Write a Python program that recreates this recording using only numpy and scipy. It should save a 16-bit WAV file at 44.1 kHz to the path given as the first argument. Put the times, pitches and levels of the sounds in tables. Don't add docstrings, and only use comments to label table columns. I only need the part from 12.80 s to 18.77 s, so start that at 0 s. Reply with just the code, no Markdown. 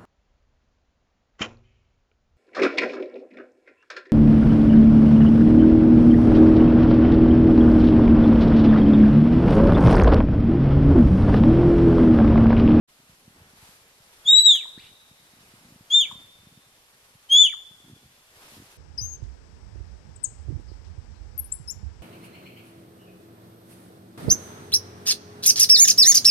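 import sys
import numpy as np
from scipy import signal
from scipy.fft import rfft, irfft
from scipy.io import wavfile
from scipy.ndimage import uniform_filter1d, minimum_filter1d

SR = 44100
rng = np.random.default_rng(int(sys.argv[2]) if len(sys.argv) > 2 else 0)


def digitize_waveform(pressure):
    field = np.atleast_2d(pressure).T
    bounded = np.clip(field, -1, 1)
    quanta = np.round(bounded * 32767).astype(np.int16)
    wavfile.write(sys.argv[1], SR, quanta)


N = 263321

# f/Hz, density/dB per Hz
HISS_COLOUR = [(18, -42.5), (30, 3), (75, -3), (147, -21), (404, -2.5), (662, -2.5), (716, -2.5),
               (1830, -2.5), (4540, -5.5), (8690, -9.5), (11300, -6.5), (13900, -16), (14700, -19),
               (15000, -40.5)]
# f/Hz, likeness/1
LEAF_LIKENESS = [(100, 1), (300, 1), (700, 0.79), (1500, 0.48), (4000, 0.067), (12000, 0.35)]
# t/s, half length/s, low lift/dB, high lift/dB
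LEAF_GUSTS = [(0.624, 0.095, 5.5, 0), (0.863, 0.11, 6.5, 6), (1.65, 0.43, 5.5, 4), (2.7, 0.23, 4, 2.5),
              (3.26, 0.19, 6.5, 3.5), (4.644, 0.21, 0, 0), (5.624, 0.086, 9, 4.5), (5.73, .07, 2, 5),
              (5.883, 0.19, 6, 4)]
CALM_LOW_DB, CALM_HIGH_DB = -70.5, -78.5
LEAF_LAG_S = 10 / SR

# t/s, peak/dB before the highpass, f/Hz
WIND_PUFFS = [(0.194, -50, 188), (0.288, -46, 127), (0.472, -40.5, 163), (0.609, -48, 100),
              (0.728, -48, 182), (0.819, -46, 106), (0.883, -49, 160), (1.195, -51, 120),
              (1.446, -49.5, 133), (1.709, -47.5, 197), (1.971, -36.5, 215), (2.031, -52, 97.6),
              (2.108, -57.5, 117.9), (2.306, -47.5, 142), (2.529, -50, 180), (2.6, -51, 148),
              (2.732, -45, 186), (2.845, -47, 109), (2.916, -43.5, 185), (2.953, -42.5, 167),
              (3.002, -44.5, 180), (3.289, -49, 127), (3.319, -41, 158), (3.349, -45, 194),
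              (3.591, -50, 100), (3.663, -43.5, 152.6), (3.768, -44, 150.4), (4.346, -47.5, 124),
              (4.904, -48, 145), (5.042, -44.5, 170), (5.075, -44, 193), (5.093, -40.5, 217),
              (5.154, -59, 132), (5.25, -48, 96), (5.56, -52.5, 100), (5.634, -48.5, 398),
              (5.715, -47.5, 244), (5.795, -41, 235), (5.81, -54, 144)]
# t/s, half length/s, lift/dB
WIND_SPELLS = [(.55, 0.31, 12.5), (1.303, .2, 0.5), (2.05, 0.14, 7.5), (2.55, .15, 8.5), (2.9, 0.14, 17),
               (3.36, 0.17, 13), (3.75, 0.15, 9), (5.139, 0.12, 18.5), (5.794, 0.085, 19.5)]
FLUTTER_DB = -72.5

# t/s, f/Hz, effort/dB before band lift
WHISTLE_CURVES = [
    [(1.443, 3580, -61.5), (1.462, 3278, -31.5), (1.487, 3696, -13), (1.535, 3809, -10.5),
     (1.6, 3923, -13.5), (1.642, 3934, -22), (1.66, 3889, -9), (1.715, 3574, -12), (1.76, 3207, -26),
     (1.782, 2910, -37.5), (1.815, 2280, -60.5), (1.842, 1805, -56.5), (1.853, 1047, -68),
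     (1.865, 940, -66)],
    [(3.099, 3240, -53.5), (3.106, 3230, -31.5), (3.136, 3495, -15), (3.155, 3615, -13.5),
     (3.196, 3604, -15), (3.215, 3310, -19.5), (3.24, 2900, -31.5), (3.256, 2330, -49),
     (3.285, 1900, -71.5), (3.315, 990, -55.5), (3.33, 960, -77)],
    [(4.487, 3100, -61), (4.5, 3145, -31.5), (4.525, 3264, -14.5), (4.556, 3349, -11.5), (4.578, 3482, -10),
     (4.622, 3520, -12.5), (4.645, 3355, -15.5), (4.672, 2900, -21), (4.69, 2420, -56),
     (4.724, 2080, -52.5), (4.742, 1024, -63.5), (4.75, 950, -74)],
]
WHISTLE_PAN_DB = [1.5, 3, 1.5]
# f/Hz, width/Hz, lift/dB
LIFT_BANDS = [(1030, 67, 16.5), (1280, 170, 7), (1850, 120, 10.5), (2316, 160, 12.5), (9730, 900, 31.5),
              (13100, 690, 24.5)]
# whistle f/Hz, level/dB
SECOND_PARTIAL = [(2700, -41.5), (3050, -25), (3300, -16), (3500, -12.5), (3700, -19.5), (3950, -9)]
UPPER_PARTIALS_DB = [-57, -59]
# f/Hz, density/dB per Hz
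BREATH_COLOUR = [(500, -21.5), (900, -21.5), (2500, -6), (4500, -5), (6200, -9.5), (8000, -15),
                 (11000, -23), (15000, -27.5)]
BREATH_DB, BREATH_PER_EFFORT = -45, 0.41
# f/Hz, t60/s
WOOD_DECAY = [(1000, 0.4), (2500, 0.16), (3700, 0.45), (6600, .3), (12000, 0.53)]

# t/s, length/s, f/Hz, starting level/dB
THIN_TONE = (1.555, .125, 12230, -37)
# t/s, length/s, level/dB, centre/Hz, width/Hz
HOARSE_BURSTS = [(1.735, .045, -48, 1900, 1500), (1.72, .065, -49, 12000, 6000),
                 (3.192, .045, -51, 12000, 6000), (1.975, .16, -56, 3300, 3200)]
# t/s, length/s, from/Hz, to/Hz, level/dB
SQUEAK_PARTS = [(1.964, .072, 1100, 3700, -55), (1.982, .022, 3700, 4900, -54), (2.0, .09, 2000, 2500, -63),
                (2.025, .09, 2600, 3150, -59)]

START_S, CEILING_DB, EDGE_HZ = .075, -2.0, 15100


def gain_of(db):
    return 10 ** (np.asarray(db) / 20)


def evened(x):
    return x / np.sqrt(np.mean(x ** 2) + 1e-20)


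def wander(count, size):
    return evened(uniform_filter1d(rng.standard_normal(count), size=size))


def read(points, hz):
    f_hz, value = np.transpose(points)
    return np.interp(np.log(hz + 1), np.log(f_hz + 1), value)


def add(mix, s, sound):
    part = mix[..., round(s * SR):][..., :sound.shape[-1]]
    part += sound[..., :part.shape[-1]]


def swells(t, s, half_s, lift_db):
    return (lift_db * np.exp(-((t[:, None] - s) / half_s) ** 2)).sum(1)


def leaves():
    frames, hz = N // 256 + 5, np.fft.rfftfreq(1024, 1 / SR)
    a, b, c, d, patches = rng.standard_normal((frames, 513, 5)).T
    patches = evened(uniform_filter1d(uniform_filter1d(patches, 12, 0), 10, 1))
    flicker_db = .6 * wander(frames, 3)

    t = np.arange(frames) * 256 / SR
    s, half_s, low_lift_db, high_lift_db = np.transpose(LEAF_GUSTS)
    high = np.clip(np.log2(hz / 1000 + .01) / 2.0, 0, 1)[:, None]
    low_db = CALM_LOW_DB + swells(t, s, half_s, low_lift_db)
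    high_db = CALM_HIGH_DB + swells(t, s, half_s, high_lift_db)
    swell_db = (1 - high) * low_db + high * high_db

    lag_turns = hz * LEAF_LAG_S * np.clip(hz / 1600., 0, 1)
    likeness = np.clip(read(LEAF_LIKENESS, hz), -1, 1)[:, None]
    right = a + 1j * b
    shared = likeness * right * np.exp(2j * np.pi * lag_turns)[:, None]
    left = shared + np.sqrt(1 - likeness ** 2) * (c + 1j * d)

    reference_db = (1 - high) * read(HISS_COLOUR, 900) + high * read(HISS_COLOUR, 8700)
    shape_db = read(HISS_COLOUR, hz)[:, None] - reference_db
    offset_db = -(8.0 - 1.9 * high)
    level_db = shape_db + swell_db + 0.78 * patches + flicker_db + offset_db
    z = np.array([left, right]) * gain_of(level_db)
    return signal.istft(z, nperseg=1024, noverlap=768)[1][:, :N]


def puff(hz, damping=7.4):
    cycles = np.arange(round(4 * SR / hz)) * hz / SR
    envelope = cycles ** 4.9 * np.exp(-damping * cycles)
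    shape = -np.sin(2 * np.pi * (cycles - .25)) * envelope
    return shape / abs(shape).max()


def wind():
    thuds = np.zeros(N)
    for s, db, hz in WIND_PUFFS:
        add(thuds, s + .004, gain_of(db) * puff(hz))

    strikes = rng.random(N) < 70. / SR
    size = gain_of(2.6 * np.minimum(rng.exponential(1, N), 3)) * strikes
    kind, pitches_hz = rng.integers(0, 6, N), np.geomspace(90, 260, 6)
    small = sum(signal.oaconvolve(size * (kind == k), puff(hz))[:N] for k, hz in enumerate(pitches_hz))

    band = signal.butter(2, [100, 270], "bandpass", fs=SR, output="sos")
    rumble = signal.sosfilt(band, rng.standard_normal(N))
    level_db = FLUTTER_DB + swells(np.arange(N) / SR, *np.transpose(WIND_SPELLS))
    out = thuds + gain_of(level_db) * (evened(small) + .45 * evened(rumble))
    return signal.sosfilt(signal.butter(2, 70, "highpass", fs=SR, output="sos"), out)


def band_lift_db(hz):
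    return sum(db / (1 + (2 * (hz - f) / width) ** 4) for f, width, db in LIFT_BANDS)


def airy_noise(count, colour_db, lift=.3):
    hz = np.fft.rfftfreq(count, 1 / SR)
    spectrum = rfft(rng.standard_normal(count)) * gain_of(colour_db(hz) + lift * band_lift_db(hz))
    return evened(irfft(spectrum, count))


def whistle(rows):
    s, pitch_hz, effort_db = np.transpose(rows)
    t = np.arange(s[0], s[-1], 1 / SR)
    effort_db = uniform_filter1d(np.interp(t, s, effort_db), size=300, mode="nearest")
    hz = uniform_filter1d(np.interp(t, s, pitch_hz), size=500, mode="nearest")
    second_db = effort_db + read(SECOND_PARTIAL, hz)
    breath_db = BREATH_DB + BREATH_PER_EFFORT * effort_db

    hz = hz * (1 + 0.0026 * wander(len(t), 150))
    falter = np.clip((3100 - hz) / 500, 0, 1) * wander(len(t), 500)
    effort_db = effort_db + 4 * falter
    phase_rad = 2 * np.pi * np.cumsum(hz) / SR
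    tone = gain_of(effort_db + band_lift_db(hz)) * np.sin(phase_rad)
    tone = tone + gain_of(second_db) * np.sin(2 * phase_rad)
    for k, db in enumerate(UPPER_PARTIALS_DB, start=3):
        rough = 1 + .7 * wander(len(t), 200)
        tone = tone + gain_of(effort_db + db + band_lift_db(k * hz)) * rough * np.sin(k * phase_rad)

    unevenness_db = 3 * wander(len(t), 1500)
    air = airy_noise(len(t), lambda f: read(BREATH_COLOUR, f), lift=0.34)
    breath = gain_of(breath_db) * gain_of(unevenness_db) * air
    return (np.sqrt(2) * tone + breath) * signal.windows.tukey(len(t), .03)


def near_trunks(x, count=7):
    taps = np.zeros((2, round(.05 * SR)))
    at = rng.integers(40, taps.shape[1], (2, count))
    np.put_along_axis(taps, at, gain_of(-250. * at / SR), 1)
    taps = taps / np.linalg.norm(taps, axis=1)[:, None]
    return signal.oaconvolve(x[None], taps, axes=1)[:, :N]


def wood(x, late_db=-24.0, late_slower=3.95):
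    taps = np.zeros((2, 2 * SR))
    slots = np.arange(300, 2 * SR - 20, 20)
    at = slots + rng.integers(0, 20, (2, len(slots)))
    np.put_along_axis(taps, at, rng.choice([-1., 1.], at.shape), 1)
    hz, t, z = signal.stft(taps, SR, nperseg=256)
    fall_db = -60 * t / read(WOOD_DECAY, hz)[:, None]
    decay = gain_of(fall_db) + gain_of(late_db + fall_db / late_slower)
    tail = signal.istft(z * decay, SR, nperseg=256)[1]
    tail = tail + 0.12 * tail[::-1]
    return signal.fftconvolve(x[None], tail / np.linalg.norm(tail[0]), axes=1)[:, :N]


def thin_tone():
    s, length_s, hz, db = THIN_TONE
    out, t = np.zeros((2, N)), np.arange(round(length_s * SR)) / SR
    tone = gain_of(db - 40.0 * t) * np.sin(2 * np.pi * hz * t)
    add(out[0], s, tone * signal.windows.tukey(len(t), .15))
    return out


def rasp(length_s, db, hz, width_hz):
    count = round(length_s * SR)
    noise = airy_noise(count, lambda f: -12 * ((f - hz) / width_hz * 2) ** 2, lift=.9)
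    return gain_of(db) * noise * np.hanning(count)


def squeak_part(length_s, from_hz, to_hz, db):
    hz = np.linspace(from_hz, to_hz, round(length_s * SR))
    waver = wander(len(hz), 120)
    airy = 1 + .6 * wander(len(hz), 40)
    tone = np.sin(2 * np.pi * np.cumsum(hz * (1 + .02 * waver)) / SR)
    return gain_of(db) * airy * tone * signal.windows.tukey(len(hz), .6)


def scene():
    dry, direct = np.zeros(N), np.zeros((2, N))
    for rows, pan_db in zip(WHISTLE_CURVES, WHISTLE_PAN_DB):
        call = whistle(rows)
        add(dry, rows[0][0], call)
        add(direct, rows[0][0], call * gain_of([[pan_db / 2], [-pan_db / 2]]))
    faint = [(s, rasp(*rest)) for s, *rest in HOARSE_BURSTS]
    faint += [(s, squeak_part(*rest)) for s, *rest in SQUEAK_PARTS]
    for s, sound in faint:
        add(dry, s, sound)
        add(direct, s, sound)
    echoes = gain_of(-7.0) * near_trunks(dry) + gain_of(-12.0) * wood(dry)
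    return direct + echoes + thin_tone() + leaves() + wind() * gain_of([[-.2], [.2]])


def record(dry):
    opened = dry * np.clip((np.arange(N) / SR - START_S) / 0.018, 0, 1)
    peak_gain = np.minimum(gain_of(CEILING_DB) / (abs(opened).max(0) + 1e-9), 1)
    limited = opened * uniform_filter1d(minimum_filter1d(peak_gain, size=400), size=200)
    lowpass = signal.firwin(511, EDGE_HZ, window=("kaiser", 9), fs=SR)
    return signal.oaconvolve(limited, lowpass[None], "same")


dry = scene()
out = record(dry)
digitize_waveform(out)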